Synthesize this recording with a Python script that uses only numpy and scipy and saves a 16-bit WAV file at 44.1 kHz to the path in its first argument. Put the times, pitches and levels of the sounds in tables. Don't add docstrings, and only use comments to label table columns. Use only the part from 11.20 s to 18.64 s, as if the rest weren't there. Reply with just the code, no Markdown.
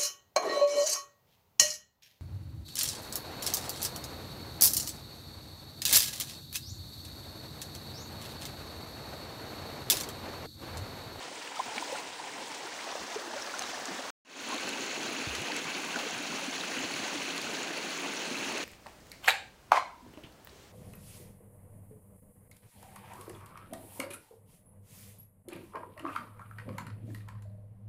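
import sys
import numpy as np
from scipy import signal
from scipy.fft import rfft, irfft
from scipy.io import wavfile

SR = 44100
rng = np.random.default_rng(int(sys.argv[2]) if len(sys.argv) > 2 else 0)


def to_linear_factor(level_db):
    exponent = np.asarray(level_db, float) / 20
    return 10 ** exponent


def to_wav(sig):
    pcm = np.clip(np.atleast_2d(sig), -1, 1) * 32767
    pcm = np.round(pcm).astype(np.int16)
    wavfile.write(sys.argv[1], SR, pcm.T)


N = 328104
CUT_S, RESUME_S = 2.9042, 3.0495
DRIP_RISE = 0.21


def rms_one(x):
    return x / np.sqrt(np.mean(x ** 2) + 1e-20)


def in_time(rows):
    s, *columns = np.transpose(rows)
    return [np.interp(np.arange(N) / SR, s, column) for column in columns]


def at_hz(points, hz):
    point_hz, point_db = np.transpose(points)
    return np.interp(np.log(hz), np.log(point_hz), point_db)


def add(out, start_s, sound):
    i = max(round(start_s * SR), 0)
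    out[i:i + len(sound)] += sound[:N - i]


def bandpass(low_hz, high_hz, x):
    return signal.sosfilt(signal.butter(2, [low_hz, high_hz], "band", fs=SR, output="sos"), x)


def drift(rate):
    r = np.exp(-80 * np.pi * rate / SR)
    coarse = rng.standard_normal(N // 40 + 2002)
    slow = signal.lfilter([1], [1, -2 * r, r * r], coarse)[2000:]
    return np.interp(np.arange(N) / 40, np.arange(len(slow)), rms_one(slow))


def bubble(hz, cycles, rise):
    u = np.arange(int(2 * cycles * SR / hz)) * hz / (cycles * SR)
    pitch_hz = hz * (1 - rise * np.exp(-3.0 * u))
    swell = u ** 1.86 * np.exp(-4.0 * u)
    return swell / swell.max() * np.sin(2 * np.pi * np.cumsum(pitch_hz) / SR)


def white_water(births_per_cycle, spread_db, cycles, bubble_db, patchy_db, surge_db):
    out, edges_hz = 0, 30 * 2 ** (np.arange(28) / 3)
    surge, white, near = drift(32.0), rng.standard_normal((2, N)), drift(20.0)
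    for k, (low_hz, high_hz) in enumerate(zip(edges_hz, edges_hz[1:])):
        hz = np.sqrt(low_hz * high_hz)
        hiss = rms_one(bandpass(low_hz, high_hz, white[k % 2]))
        born = rng.random(N) < births_per_cycle * np.sqrt(hz * 1000) / SR
        sizes = to_linear_factor(spread_db * np.minimum(rng.exponential(1, N), 4)) * born
        bubbles = rms_one(signal.oaconvolve(sizes, bubble(hz * 1.097, cycles, 0.29))[:N])
        if k % 4 == 0:
            near = drift(54.0)
        gain = to_linear_factor(surge_db * surge + patchy_db * (near + .5 * drift(16.0)))
        out = out + np.sqrt(hz) * gain * rms_one(hiss + to_linear_factor(bubble_db) * bubbles)
    return out


def evened(spectrum):
    total, k = np.cumsum(np.abs(spectrum) ** 2), np.arange(len(spectrum))
    low = (k * .96 - 60).clip(0).astype(int)
    high = (k * 1.04 + 60).clip(max=k[-1]).astype(int)
    return spectrum / np.sqrt((total[high] - total[low]) / (high - low) + 1e-9)


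def layer_gains(before):
    # start_s, level_db
    flow = [
        [(0, -47.5), (.3, -46.5), (.5, -44.5), (.62, -42), (.76, -42.5), (.9, -47), (1.4, -45), (1.71, -42),
         (2.1, -43), (2.45, -39.5), (2.9, -41.5)],
        [(3.36, -39.5), (3.9, -39), (4.8, -38), (5.3, -39), (5.9, -37.5), (6.6, -39.5), (7.4, -37.5)],
    ]
    # depth_db, changes_per_s
    wander = [(-0.1, 3.6), (1.5, 9.2), (.5, 4.6), (6, 14.0)]
    follows = [0.6, 0.58, 0.74, .9]
    flow_db, = in_time(flow[0] + flow[1])
    usual_db = np.where(before, flow_db[before].mean(), flow_db[~before].mean())
    swing_db = flow_db - usual_db
    return [to_linear_factor(usual_db + share * swing_db + depth_db * drift(rate))
            for (depth_db, rate), share in zip(wander, follows)]


def spot_colours(hz):
    # hz, level_db_per_hz
    bank = [(29, -74), (50, -22), (97, -12.5), (221, -14.5), (307, -4.5), (338, -11), (516, -5.5),
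            (567, -10.5), (789, -6.5), (975, -5), (1150, -14), (2230, -12.5), (8530, -24.5), (14000, -48.5)]
    # hz, level_db_per_hz
    pool = [(29, -36.5), (50, -29), (144, -23), (254, -8), (338, -7.5), (417, -7.5), (492, -7), (718, -4.5),
            (1420, -9), (1720, -7.5), (2230, -12.5), (6280, -13), (11900, -31), (14000, -42)]
    # hz, level_db_per_hz
    cascade = [(35, -56), (60, -26.5), (258, 2), (1310, -10.5), (1500, -8.5), (1800, -10), (2650, -6.5),
               (3640, -12.5), (4370, -9.5), (4900, -16.5), (6590, -11.5), (8280, -24), (9940, -23),
               (14000, -41)]
    # hz, gain_db
    mic_lift = [(14000, 0), (14350, 4), (14750, 13), (15780, 13), (15800, -60)]
    # hz, width_hz, gain_db
    hollows = [(278, 9.2, 4.5), (1540, 40, 4), (2630, 140, 2)]
    colours = [to_linear_factor(at_hz(spot, hz) + at_hz(mic_lift, hz)) for spot in (bank, pool, cascade)]
    colours[2] *= to_linear_factor(sum(db / (1 + (2 * (hz - top_hz) / width_hz) ** 2) for top_hz, width_hz, db in hollows))
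    return colours


def stream():
    # rush_db, gurgle_db, spray_db, rumble_db
    layers = [(-0.5, -6.5, -3.5, -34), (-1.5, -7, -5.5, -27), (-1.5, -7, -6, -29.5)]
    # start_s, pool_share
    turning = [(1.3, 0), (1.8, 1)]
    water = evened(rfft(white_water(births_per_cycle=.06, spread_db=4.5, cycles=8.4,
                                    bubble_db=-7.5, patchy_db=1.09, surge_db=0.42)))
    hz = np.maximum(np.arange(len(water)) * SR / N, 1)
    lows = [1 / (1 + (hz / split_hz) ** 4) for split_hz in (150, 700, 3500)]
    rumble, gurgle, rush, spray = np.diff([0 * hz, *lows, 1 + 0 * hz], axis=0)
    before, turn = np.arange(N) < CUT_S * SR, in_time(turning)[0]
    heard = before * (1 - turn), before * turn, ~before
    gains = layer_gains(before)
    out = np.zeros(N)
    for colour, levels_db, share in zip(spot_colours(hz), layers, heard):
        for part, level_db, gain in zip((rush, gurgle, spray, rumble), levels_db, gains):
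            out += share * gain * to_linear_factor(level_db) * rms_one(irfft(water * colour * part, N))
    return out


def single_bubbles():
    # start_s, peak_db, end_pitch_hz
    gulps = [(0.46, -37, 261), (0.565, -35, 242), (.6, -35, 330), (1.45, -36, 390), (2.072, -35, 340),
             (2.682, -31.5, 274), (2.709, -38.5, 194), (2.786, -34.5, 280), (3.342, -27.5, 305),
             (3.774, -32, 382), (3.88, -35, 265), (4.762, -29, 272), (4.999, -29, 307), (5.277, -28, 272),
             (5.569, -29, 267), (5.639, -32.5, 274), (5.946, -28.5, 315), (6.578, -38, 264),
             (7.11, -31, 263), (7.35, -30, 423)]
    # start_s, peak_db, end_pitch_hz, cycles
    drips = [(.398, -16, 1047, 8.8), (.48, -31, 750, 8.5), (.576, -26, 840, 7), (0.6242, -20.5, 990, 5),
             (.693, -33, 580, 7), (.723, -23, 550, 7.3), (.999, -26, 895, 5.6), (1.07, -31, 820, 9.4),
             (1.663, -34, 693, 6.9), (1.754, -20, 610, 2.3), (1.959, -23, 453, 6.8), (2.129, -31, 900, 11),
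             (2.159, -29, 587, 9.9), (2.532, -27, 746, 5.8), (3.299, -33, 953, 12), (3.319, -27, 1090, 21),
             (3.344, -33, 680, 9.1), (4.299, -26.5, 926, 9.6), (4.775, -23.5, 847, 5.1),
             (4.862, -29, 480, 5.1)]
    # start_s, peak_db, end_pitch_hz, cycles
    plinks = [(.368, -30, 1300, 12), (0.5807, -18, 2300, 5.9), (.7544, -32, 1450, 16),
              (.7851, -39, 2400, 8.9), (2.1111, -29.5, 1700, 11), (2.3044, -35, 1690, 7.7),
              (2.3391, -24.5, 1460, 9.2), (2.4365, -31, 1340, 17), (4.7394, -29, 1530, 11),
              (4.7592, -19, 1540, 7.5), (4.79, -32, 2600, 14), (7.1446, -24, 2360, 6.1),
              (7.155, -23, 2710, 12), (7.372, -23, 2720, 10), (7.175, -26, 4200, 12)]
    # start_s, peak_db, end_pitch_hz, cycles, rise_share
    swells = [
        (.3915, -22, 833, 12, 0.34),
        (.566, -36, 4200, 25, 0.24),
        (.584, -34, 1420, 5.8, -.2),
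        (.636, -34, 3600, 13, 0.2),
        (2.135, -34.5, 617, 16.2, -.3),
    ]
    gulp_cycles, gulp_rise, plink_rise = 5.1, 0.13, 0.13
    rows = [(*gulp, gulp_cycles, gulp_rise) for gulp in gulps]
    rows += [(*drip, DRIP_RISE) for drip in drips]
    rows += [(*plink, plink_rise) for plink in plinks]
    out = np.zeros(N)
    for s, db, hz, cycles, rise in rows + swells:
        sound = bubble(hz, max(cycles, 2), np.clip(rise, -.3, .6))
        add(out, s - 0.1 * cycles / hz, to_linear_factor(db - 6.0) * sound)
    return out


def froth():
    # start_s, length_s, peak_db, middle_pitch_hz
    stirs = [
        (.47, 0.057, -45, 1220),
        (0.538, 0.092, -50, 1530),
        (0.678, 0.089, -47, 800),
        (1.637, 0.18, -41.5, 920),
        (1.901, .06, -47.5, 1190),
        (2.204, .25, -45, 1095),
        (3.279, .07, -42.5, 1070),
        (4.764, 0.044, -44, 1100),
    ]
    bubbles, octaves, cycles, spread_db = 30, .5, 7.5, 2.5
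    out = np.zeros(N)
    for (s, length_s, db, middle_hz), cloud in zip(stirs, rng.uniform(-1.1, 1, (len(stirs), bubbles, 3))):
        for when, size, tune in cloud:
            sound = bubble(middle_hz * 2 ** (octaves * tune), cycles, DRIP_RISE)
            add(out, s + length_s * (when + 1) / 2, to_linear_factor(db + spread_db * size) * sound)
    return out


def slaps():
    # start_s, rms_db, decay_ms, upper_edge_hz
    hits = [(.562, -39, 9.1, 5000), (.580, -30, 5.1, 3200), (2.384, -41, 2.7, 9000),
            (2.3924, -28, 1.7, 9000), (2.421, -23, 1.6, 5000), (2.424, -39, 1.2, 8000),
            (4.759, -33, 6, 2180), (4.788, -31.5, 11, 4000), (6.179, -26, 1.5, 7500),
            (6.217, -34, 2, 11000), (4.15, -31, 6, 6000)]
    out, ms = np.zeros(N), np.arange(2000) * 1000 / SR
    for (s, db, decay_ms, top_hz), noise in zip(hits, rng.standard_normal((len(hits), 2000))):
        burst = rms_one(bandpass(700, top_hz, noise))
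        add(out, s, to_linear_factor(db) * burst * (1 - np.exp(-ms / 0.36)) * np.exp(-ms / decay_ms))
    return out


def patter():
    # centre_hz, peak_db
    sizes = [(4150, -33), (6400, -38), (9500, -42)]
    count, spread_db, detune = 40, 2.5, .07
    drops = []
    for k, (when, size, tune) in enumerate(rng.uniform(-1, 1, (count, 3))):
        hz, db = sizes[k % 3]
        start_s = RESUME_S + (N / SR - RESUME_S) * (when + 1) / 2
        drops.append((start_s, db + spread_db * size, hz * (1 + detune * tune)))
    return drops


def ticks():
    # start_s, peak_db, centre_hz
    droplets = [(.381, -35, 4730), (.568, -35, 3860), (.6125, -37, 6300), (2.2228, -28.5, 5550),
                (2.393, -23.5, 6400), (2.4365, -27, 3780), (2.6552, -25.5, 7100), (3.3438, -29, 4100),
                (3.4301, -30, 4260), (3.491, -26, 7300), (3.5227, -30, 3870), (3.6077, -31, 6680),
                (3.8317, -30, 6160), (4.3196, -26, 4500), (4.3655, -25.5, 7700), (4.7598, -29, 6560),
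                (4.9092, -29, 6700), (5.3116, -30, 6460), (5.3587, -34, 3870), (5.4101, -27, 3760),
                (5.7194, -32, 4670), (5.7394, -27, 4400), (6.1785, -26, 4150), (6.2148, -29, 4600),
                (6.4308, -25, 6900), (6.5705, -30, 4530), (6.777, -31, 7040), (7.3801, -26, 6300)]
    # start_s, peak_db, centre_hz
    specks = [(.5676, -45, 8520), (.7254, -41, 8730), (2.386, -35, 8580), (2.6539, -41, 8780),
              (3.2884, -32, 9090), (3.3438, -33, 9690), (3.4795, -38, 14800), (3.491, -37, 10000),
              (3.9305, -38, 10300), (4.2178, -34, 9700), (4.3655, -31, 9720), (4.6487, -35, 10300),
              (4.9815, -35, 9310), (5.7378, -35, 10200), (5.879, -38, 9700), (6.1624, -34, 10600),
              (6.2153, -38, 9900), (6.577, -36, 10100), (6.9364, -35, 9990), (7.3756, -37.5, 10000)]
    snap_db, snap_s = -9.0, .0016
    out, t = np.zeros(N), np.arange(200) / SR
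    drops = droplets + specks + patter()
    for (s, db, hz), noise in zip(drops, rng.standard_normal((len(drops), 200))):
        ring = np.sin(2 * np.pi * hz * t) * np.exp(-t * hz / 11.3) * (1 - np.exp(-t * hz / 0.47))
        snap = bandpass(hz / 1.8, min(hz * 1.11, 15700), noise) * np.exp(-t / snap_s)
        add(out, s, to_linear_factor(db - 2.0) * (ring + to_linear_factor(snap_db + 10.5) * snap))
    return out


def pocket():
    # start_s, pitch_hz, level_db
    course = [
        (4.062, 147, -77),
        (4.074, 120, -32),
        (4.085, 84, -50),
        (4.11, 66, -44),
        (4.16, 66, -58),
        (4.195, 90, -46),
        (4.22, 146, -47),
        (4.24, 170, -60),
    ]
    hz, db = in_time(course)
    return to_linear_factor(db) * (db > -69.9) * np.sqrt(2) * np.sin(2 * np.pi * np.cumsum(hz) / SR)


def scene():
    water = stream() + single_bubbles() + froth() + slaps() + ticks() + pocket()
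    return signal.sosfilt(signal.butter(2, 45, "high", fs=SR, output="sos"), water)[None]


def roll_off(x):
    return signal.sosfilt(signal.butter(12, 16930, fs=SR, output="sos"), x)


def record(dry):
    fade_s, fade_from_db, fade_curve = 0.25, -26, 1.19
    t = np.arange(N) / SR
    risen = np.clip((t - RESUME_S) / fade_s, 0, 1) ** fade_curve
    fade_in = (t > RESUME_S) * (risen + (1 - risen) * to_linear_factor(fade_from_db))
    gain = np.where(t < CUT_S, 1, fade_in)
    top_cut = signal.ellip(12, .5, 80, 15760, fs=SR, output="sos")
    return roll_off(signal.sosfilt(top_cut, dry * gain))


dry = scene()
out = record(dry)
to_wav(out)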